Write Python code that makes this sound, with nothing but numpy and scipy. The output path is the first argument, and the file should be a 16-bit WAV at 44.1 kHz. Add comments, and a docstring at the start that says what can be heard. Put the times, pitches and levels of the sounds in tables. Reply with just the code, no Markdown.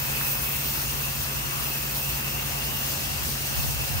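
"""A pressure-washer jet sweeps over wet concrete in a yard, with two small engines droning throughout.
One drop lands nearby at 0.2 s, just before the jet's fizz peaks at 0.3 s; the fizz then rises and falls
over its splash, a fuzzy whistle and a roar, all of shaped noise. The engines and hums are drifting sines
over a noise rumble, strongest near 3.2 s. Short puffs of wind noise recur, the strongest after 3.6 s."""
import sys
import numpy as np
from scipy import signal
from scipy.io import wavfile
from scipy.ndimage import uniform_filter1d

SR = 44100
rng = np.random.default_rng(int(sys.argv[2]) if len(sys.argv) > 2 else 0)


def int16_out(signal):
    """Quantize to a 16-bit WAV file."""
    q = np.round(np.clip(np.atleast_2d(signal).T, -1, 1) * 32767)
    wavfile.write(sys.argv[1], SR, q.astype(np.int16))


N = 176400
SIZE, HOP = 1024, 256  # samples

# The wand's sweep. Each row: time in seconds, jet fizz in dB and slab splash in dB, both before trim.
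SWEEP = [(0.0, -31.5, -35.8), (0.1, -31.6, -34.5), (0.2, -30.1, -35.5), (0.27, -28.5, -34.8),
         (0.31, -26.8, -34.9), (0.36, -29.5, -36.1), (0.39, -31.2, -37.5), (0.46, -29.7, -36.2),
         (0.55, -30.1, -35.4), (0.65, -30.8, -35.4), (0.73, -30.1, -33.9), (0.85, -31.6, -34.9),
         (1.0, -31.9, -35.5), (1.17, -33.6, -36.6), (1.24, -31.7, -34.5), (1.3, -33.5, -36.5),
         (1.48, -34.3, -36.6), (1.54, -32.6, -35.8), (1.7, -31.5, -35.8), (1.86, -32.9, -36.4),
         (2.0, -30.6, -35.4), (2.15, -31.9, -36.2), (2.35, -33.6, -36.7), (2.55, -33.2, -36.2),
         (2.76, -32.5, -36.0), (2.93, -31.5, -33.0), (2.98, -33.9, -33.8), (3.2, -34.6, -35.6),
         (3.31, -31.8, -33.9), (3.38, -34.4, -34.7), (3.54, -32.8, -34.9), (3.6, -30.6, -33.4),
         (3.75, -33.6, -35.1), (4.0, -33.7, -35.0)]
# The backdrop. Each row: time in seconds, rumble in dB before trim, roar in dB before trim,
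# lift of the roar's swelling band in dB, centre of that band in Hz.
BACKDROP = [(0, -49, -40, 3, 950), (.5, -42.5, -41, 0, 950), (1, -45, -41, 0, 930),
            (1.25, -42, -42, 2, 990), (1.4, -46, -42, 3.5, 1090), (1.6, -42, -41.5, 5, 1250),
            (1.8, -50, -41.5, -2, 1010), (2.1, -44, -41, 1, 750), (2.5, -44.5, -41, 2, 680),
            (2.9, -42, -41.5, 3, 680), (3.2, -39, -41.5, 1, 680), (3.5, -44, -42, 4.5, 690),
            (4, -48, -41, 5, 680)]


def amp(db):
    """Decibels to gain."""
    return 10 ** (np.asarray(db) / 20)


def evened(x):
    """Scales to rms 1."""
    return x / np.sqrt(np.mean(abs(x) ** 2) + 1e-20)


def column(table, at, axis):
    """Interpolates one column of a table along its first."""
    rows = np.asarray(table, float)
    return np.interp(at, rows[:, 0], rows[:, axis])


def colour(points, hz):
    """Gain of a spectrum interpolated in dB over log frequency, rms 1 over the bins."""
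    f, db = np.transpose(points)
    shape_db = np.interp(np.log(hz + 1), np.log(f), db, -90, db[-1])
    return evened(amp(shape_db))


def slow(t, top_hz, span=20):
    """Slow random wander of rms 1: sines from top_hz / span up to top_hz, weaker as they get faster."""
    rates_hz = np.geomspace(top_hz / span, top_hz, 24)
    return evened(sum(np.sin(2 * np.pi * (f * t + rng.random())) / np.sqrt(f) for f in rates_hz))


def patches(hz, t, bins, frames):
    """Random blotches over frequency and time, rms 1."""
    field = rng.standard_normal((len(t), len(hz))).T
    field = uniform_filter1d(field, size=bins, axis=0)
    return evened(uniform_filter1d(field, size=frames, axis=1))


def stereo_spectra(hz, frames, apart):
    """Random left and right noise spectra, partly alike, with phase lead and level tilt by frequency.

    Unless apart, they are nearly opposite around 11 kHz and nearly identical around 14.5 kHz."""
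    # Each row: frequency in Hz, likeness 0-1, left lead in rad, left-right level in dB.
    stereo_rows = [(40, .85, .11, .8), (110, .85, .21, .6), (250, .8, .2, 1.2), (520, .4, 1.2, 2),
                   (1200, .35, 2.6, 3), (2200, .36, 1.8, .8), (3100, .36, 3.1, 2), (3650, .4, 3.1, 2),
                   (3950, .08, 4.5, 2), (4400, .22, 6.1, 3), (5400, .18, 4.8, 5), (7400, .15, 7, 2),
                   (9200, .42, 4.7, -.5), (9650, .62, 5.6, 0), (10400, .87, 3.5, 0), (10750, .99, np.pi, 0),
                   (11550, .995, np.pi, 0), (11900, .87, 2.55, 0), (13700, .89, .55, 0), (14000, .99, 0, 0),
                   (14950, .99, 0, 0), (15300, .86, -.75, 0), (15800, .85, -1, 0)]
    wind_likeness = -0.45  # left and right partly opposite
    a, b, c, d = rng.standard_normal((frames, len(hz), 4)).T
    likeness = wind_likeness if apart else column(stereo_rows, hz, axis=1)[:, None]
    same = np.clip(likeness, -1, 1)
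    lead_rad = column(stereo_rows, hz, axis=2)[:, None]
    tilt_db = column(stereo_rows, hz, axis=3)[:, None]
    left = a + 1j * b
    own = c + 1j * d
    right = (same * left + np.sqrt(1 - same ** 2) * own) * np.exp(-1j * lead_rad)
    return np.array([left * amp(tilt_db / 2), right * amp(-tilt_db / 2)])


def noises(size, hop, power, apart=False):
    """Renders a power field over frequency and time as two-channel noise; power 1 gives about rms 1."""
    hz = np.fft.rfftfreq(size, 1 / SR)
    t = np.arange(N // hop + 5) * hop / SR
    z = stereo_spectra(hz, len(t), apart)
    unit = np.std(signal.istft(z[0], nperseg=size, noverlap=size - hop)[1])
    shaped = z * np.sqrt(power(hz, t))
    return signal.istft(shaped, nperseg=size, noverlap=size - hop)[1][:, :N] / unit


def fizz(hz, t, flicker_db):
    """Power of the jet's high noise band, following the sweep."""
    # Each row: frequency in Hz, relative level in dB per Hz.
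    fizz_spectrum = [(7000, -30), (8500, -10), (10000, -4.5), (10700, -1.5), (11800, -1.5), (13200, .6),
                     (14500, .3), (15800, .6)]
    trim_db = 3.8
    level_db = column(SWEEP, t, axis=1) + trim_db + flicker_db
    return (colour(fizz_spectrum, hz)[:, None] * amp(level_db)) ** 2


def splash(hz, t, flicker_db):
    """Power of the spray on the slab: a mid-to-high noise band with the jet's flicker."""
    # Each row: frequency in Hz, relative level in dB per Hz.
    splash_spectrum = [(1800, -45), (3000, -4.5), (4300, -1.5), (5600, -0.5), (6600, -1), (7600, -4.5),
                       (9000, -2.5), (11000, -10.5)]
    trim_db = 1.6
    level_db = column(SWEEP, t, axis=2) + trim_db + flicker_db
    return (colour(splash_spectrum, hz)[:, None] * amp(level_db)) ** 2


def whistle(hz, t):
    """Power of a fuzzy whistle: a narrow noise peak with wandering centre and uneven strands."""
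    # Each row: time in seconds, level in dB before trim, centre in Hz before wander.
    whistle_path = [(0.0, -42, 2570), (0.28, -38, 2620), (0.5, -40, 2680), (0.75, -40.5, 2730),
                    (1.0, -41, 2670), (1.3, -40.5, 2700), (1.6, -40.5, 2720), (1.9, -41, 2620),
                    (2.15, -40.5, 2700), (2.4, -39.5, 2720), (2.6, -41, 2720), (2.8, -40, 2760),
                    (3.1, -41.5, 2720), (3.5, -41.5, 2730), (4.0, -40, 2660)]
    width_hz, wander_hz = 250, 18
    trim_db, strands_db = 1.1, 2.0
    centre_hz = column(whistle_path, t, axis=2) + wander_hz * slow(t, top_hz=9.2)
    peak = 1 / (1 + ((hz[:, None] - centre_hz) / width_hz) ** 2) ** 2
    strands = strands_db * patches(hz, t, bins=3, frames=10)
    level_db = column(whistle_path, t, axis=1) + trim_db + strands
    return (evened(peak) * amp(level_db)) ** 2


def roar(hz, t):
    """Power of a broad roar with one band that drifts and swells."""
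    # Each row: frequency in Hz, relative level in dB per Hz.
    roar_spectrum = [(150, -9), (300, -1), (600, -3.5), (900, 0), (1500, -1), (2100, -2), (3300, -4),
                     (5000, -29)]
    trim_db, swell_width_hz = 5.5, 154
    offset = (hz[:, None] - column(BACKDROP, t, axis=4)) / swell_width_hz
    swell_db = np.exp(-offset ** 2) * column(BACKDROP, t, axis=3)
    level_db = column(BACKDROP, t, axis=2) + trim_db + swell_db
    return (colour(roar_spectrum, hz)[:, None] * amp(level_db)) ** 2


def water(hz, t):
    """Summed, patchy power of the water; fizz and splash flicker together where droplets bunch."""
    flicker_rms_db, surge_rms_db, patchy_rms_db = 0.5, 0.43, 1.08
    flicker_db = flicker_rms_db * rng.standard_normal(len(t)) + surge_rms_db * slow(t, top_hz=20, span=4)
    total = fizz(hz, t, flicker_db) + splash(hz, t, flicker_db) + roar(hz, t) + whistle(hz, t)
    return total * amp(patchy_rms_db * patches(hz, t, bins=12, frames=9)) ** 2


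def drops():
    """One drop lands nearby: a very short tone burst under a Gaussian envelope."""
    # Each row: time in seconds, peak in dB, pitch in Hz, left-right level in dB.
    drop_rows = [(.2126, -22, 1470, 7)]
    width_s = 0.00054
    t = np.arange(N) / SR
    out = np.zeros((2, N))
    for s, db, hz, pan_db in drop_rows:
        gains = amp(db + np.array([[pan_db], [-pan_db]]) / 2)
        out += gains * np.exp(-((t - s) / width_s) ** 2) * np.sin(2 * np.pi * hz * (t - s))
    return out


def engine(firing_hz, drift, orders):
    """Sines on multiples of a slightly drifting rate (drift: rms share), each wavering in level."""
    waver_rms_db = 0.64
    t = np.arange(N) / SR
    coarse = t[::HOP]
    speed = 1 + drift * np.interp(t, coarse, slow(coarse, top_hz=3.13))
    turn = 2 * np.pi * np.cumsum(firing_hz * speed) / SR
    out = np.zeros((2, N))
    for multiple, db, pan_db, lead_rad in orders:
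        phase = np.round(multiple) * turn + 2 * np.pi * rng.random()
        waver_db = waver_rms_db * np.interp(t, coarse, slow(coarse, top_hz=9.9))
        level = np.sqrt(2) * amp(db + waver_db)  # rms to peak
        left = amp(pan_db / 2) * np.sin(phase + lead_rad)
        right = amp(-pan_db / 2) * np.sin(phase)
        out += level * [left, right]
    return out


def slow_engine():
    """The slower engine's drone: orders of its firing rate."""
    # Each row: multiple of the firing rate, rms level in dB, left-right level in dB, left lead in rad.
    slow_orders = [(2, -44.5, -1, 0.5), (3, -52.5, 5, -0.6), (5, -39.5, -0.5, 0.58), (6, -57, 9, -0.5),
                   (7, -76, -7, -0.5), (8, -51, 2, -0.3), (9, -64, 0, -0.5), (28, -57, -2, 3.5)]
    return engine(firing_hz=27.545, drift=0.00049, orders=slow_orders)


def fast_engine():
    """The faster engine's drone: orders of its firing rate, drifting more."""
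    # Each row: multiple of the firing rate, rms level in dB, left-right level in dB, left lead in rad.
    fast_orders = [(2, -50.5, 1, 0.16), (4, -52.5, 2, .2), (5, -47.5, -10, 0.15), (7, -57, 8, 0.09),
                   (8, -57, -3, .1), (18, -55, 1, 1.5), (19, -58, 9.5, 2.36), (20, -59, 0, 2.1),
                   (24, -64.5, 9.5, 2.4), (29, -68, 9, 2), (30, -64.5, 1, 1.2), (40, -61, 7, 3.5)]
    return engine(firing_hz=29.596, drift=0.001, orders=fast_orders)


def hums():
    """Faint low hums: single sines, each with its own slight drift and waver."""
    # Each row: frequency in Hz, rms level in dB, left-right level in dB, left lead in rad.
    hum_rows = [(64.6, -52, -1, .2), (104, -58, 1, 0.34), (182.3, -60.5, -3, .2)]
    return sum(engine(hz, 0.00054, [(1, *rest)]) for hz, *rest in hum_rows)


def rumble(hz, t):
    """Power of the low noise under the engines, its level following the backdrop."""
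    # Each row: frequency in Hz, relative level in dB per Hz.
    rumble_spectrum = [(22, -37), (30, -21), (45, -13.5), (60, -0.5), (100, -2), (170, -11), (300, -18.5),
                       (500, -28.5)]
    trim_db = 3.0
    level_db = column(BACKDROP, t, axis=1) + trim_db
    return (colour(rumble_spectrum, hz)[:, None] * amp(level_db)) ** 2


def wind(hz, t):
    """Power of wind puffs on the microphone: low noise under Gaussian power envelopes."""
    # Each row: frequency in Hz, relative level in dB per Hz.
    wind_spectrum = [(22, -30), (35, -19), (50, -13), (75, 7), (110, -2), (135, -11), (250, -21),
                     (400, -62)]
    # Each row: centre in seconds, Gaussian half-width (to 1/e power) in seconds, peak level in dB.
    puff_rows = [(0.045, 0.022, -40), (.88, .05, -43), (.97, 0.033, -42), (1.08, .04, -47),
                 (1.208, .025, -44), (1.38, .03, -46), (1.462, 0.023, -38), (1.62, 0.033, -38),
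                 (1.82, .025, -46), (2.15, .04, -51), (2.47, .03, -52), (2.73, 0.028, -43),
                 (3.103, 0.044, -40), (3.25, .06, -42), (3.576, .05, -39), (3.666, 0.068, -28.5),
                 (3.798, 0.048, -33.5), (3.946, 0.034, -28.5)]
    puffs = sum(amp(db) ** 2 * np.exp(-((t - s) / width_s) ** 2) for s, width_s, db in puff_rows)
    return colour(wind_spectrum, hz)[:, None] ** 2 * puffs


def scene():
    """Water, a drop, both engines, faint hums, rumble and wind."""
    washer = noises(SIZE, HOP, water) + drops()
    drone = slow_engine() + fast_engine() + hums()
    low_noise = noises(4 * SIZE, 4 * HOP, rumble)
    gusts = noises(2 * SIZE, HOP, wind, apart=True)
    return washer + drone + low_noise + gusts


def record(dry):
    """The recorder's band limit: a steep linear-phase low-pass."""
    edge_hz = 15740
    lowpass = signal.firwin(2047, edge_hz, window=("kaiser", 9), fs=SR)
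    return signal.oaconvolve(dry, lowpass[None], "same")


dry = scene()
out = record(dry)
int16_out(out)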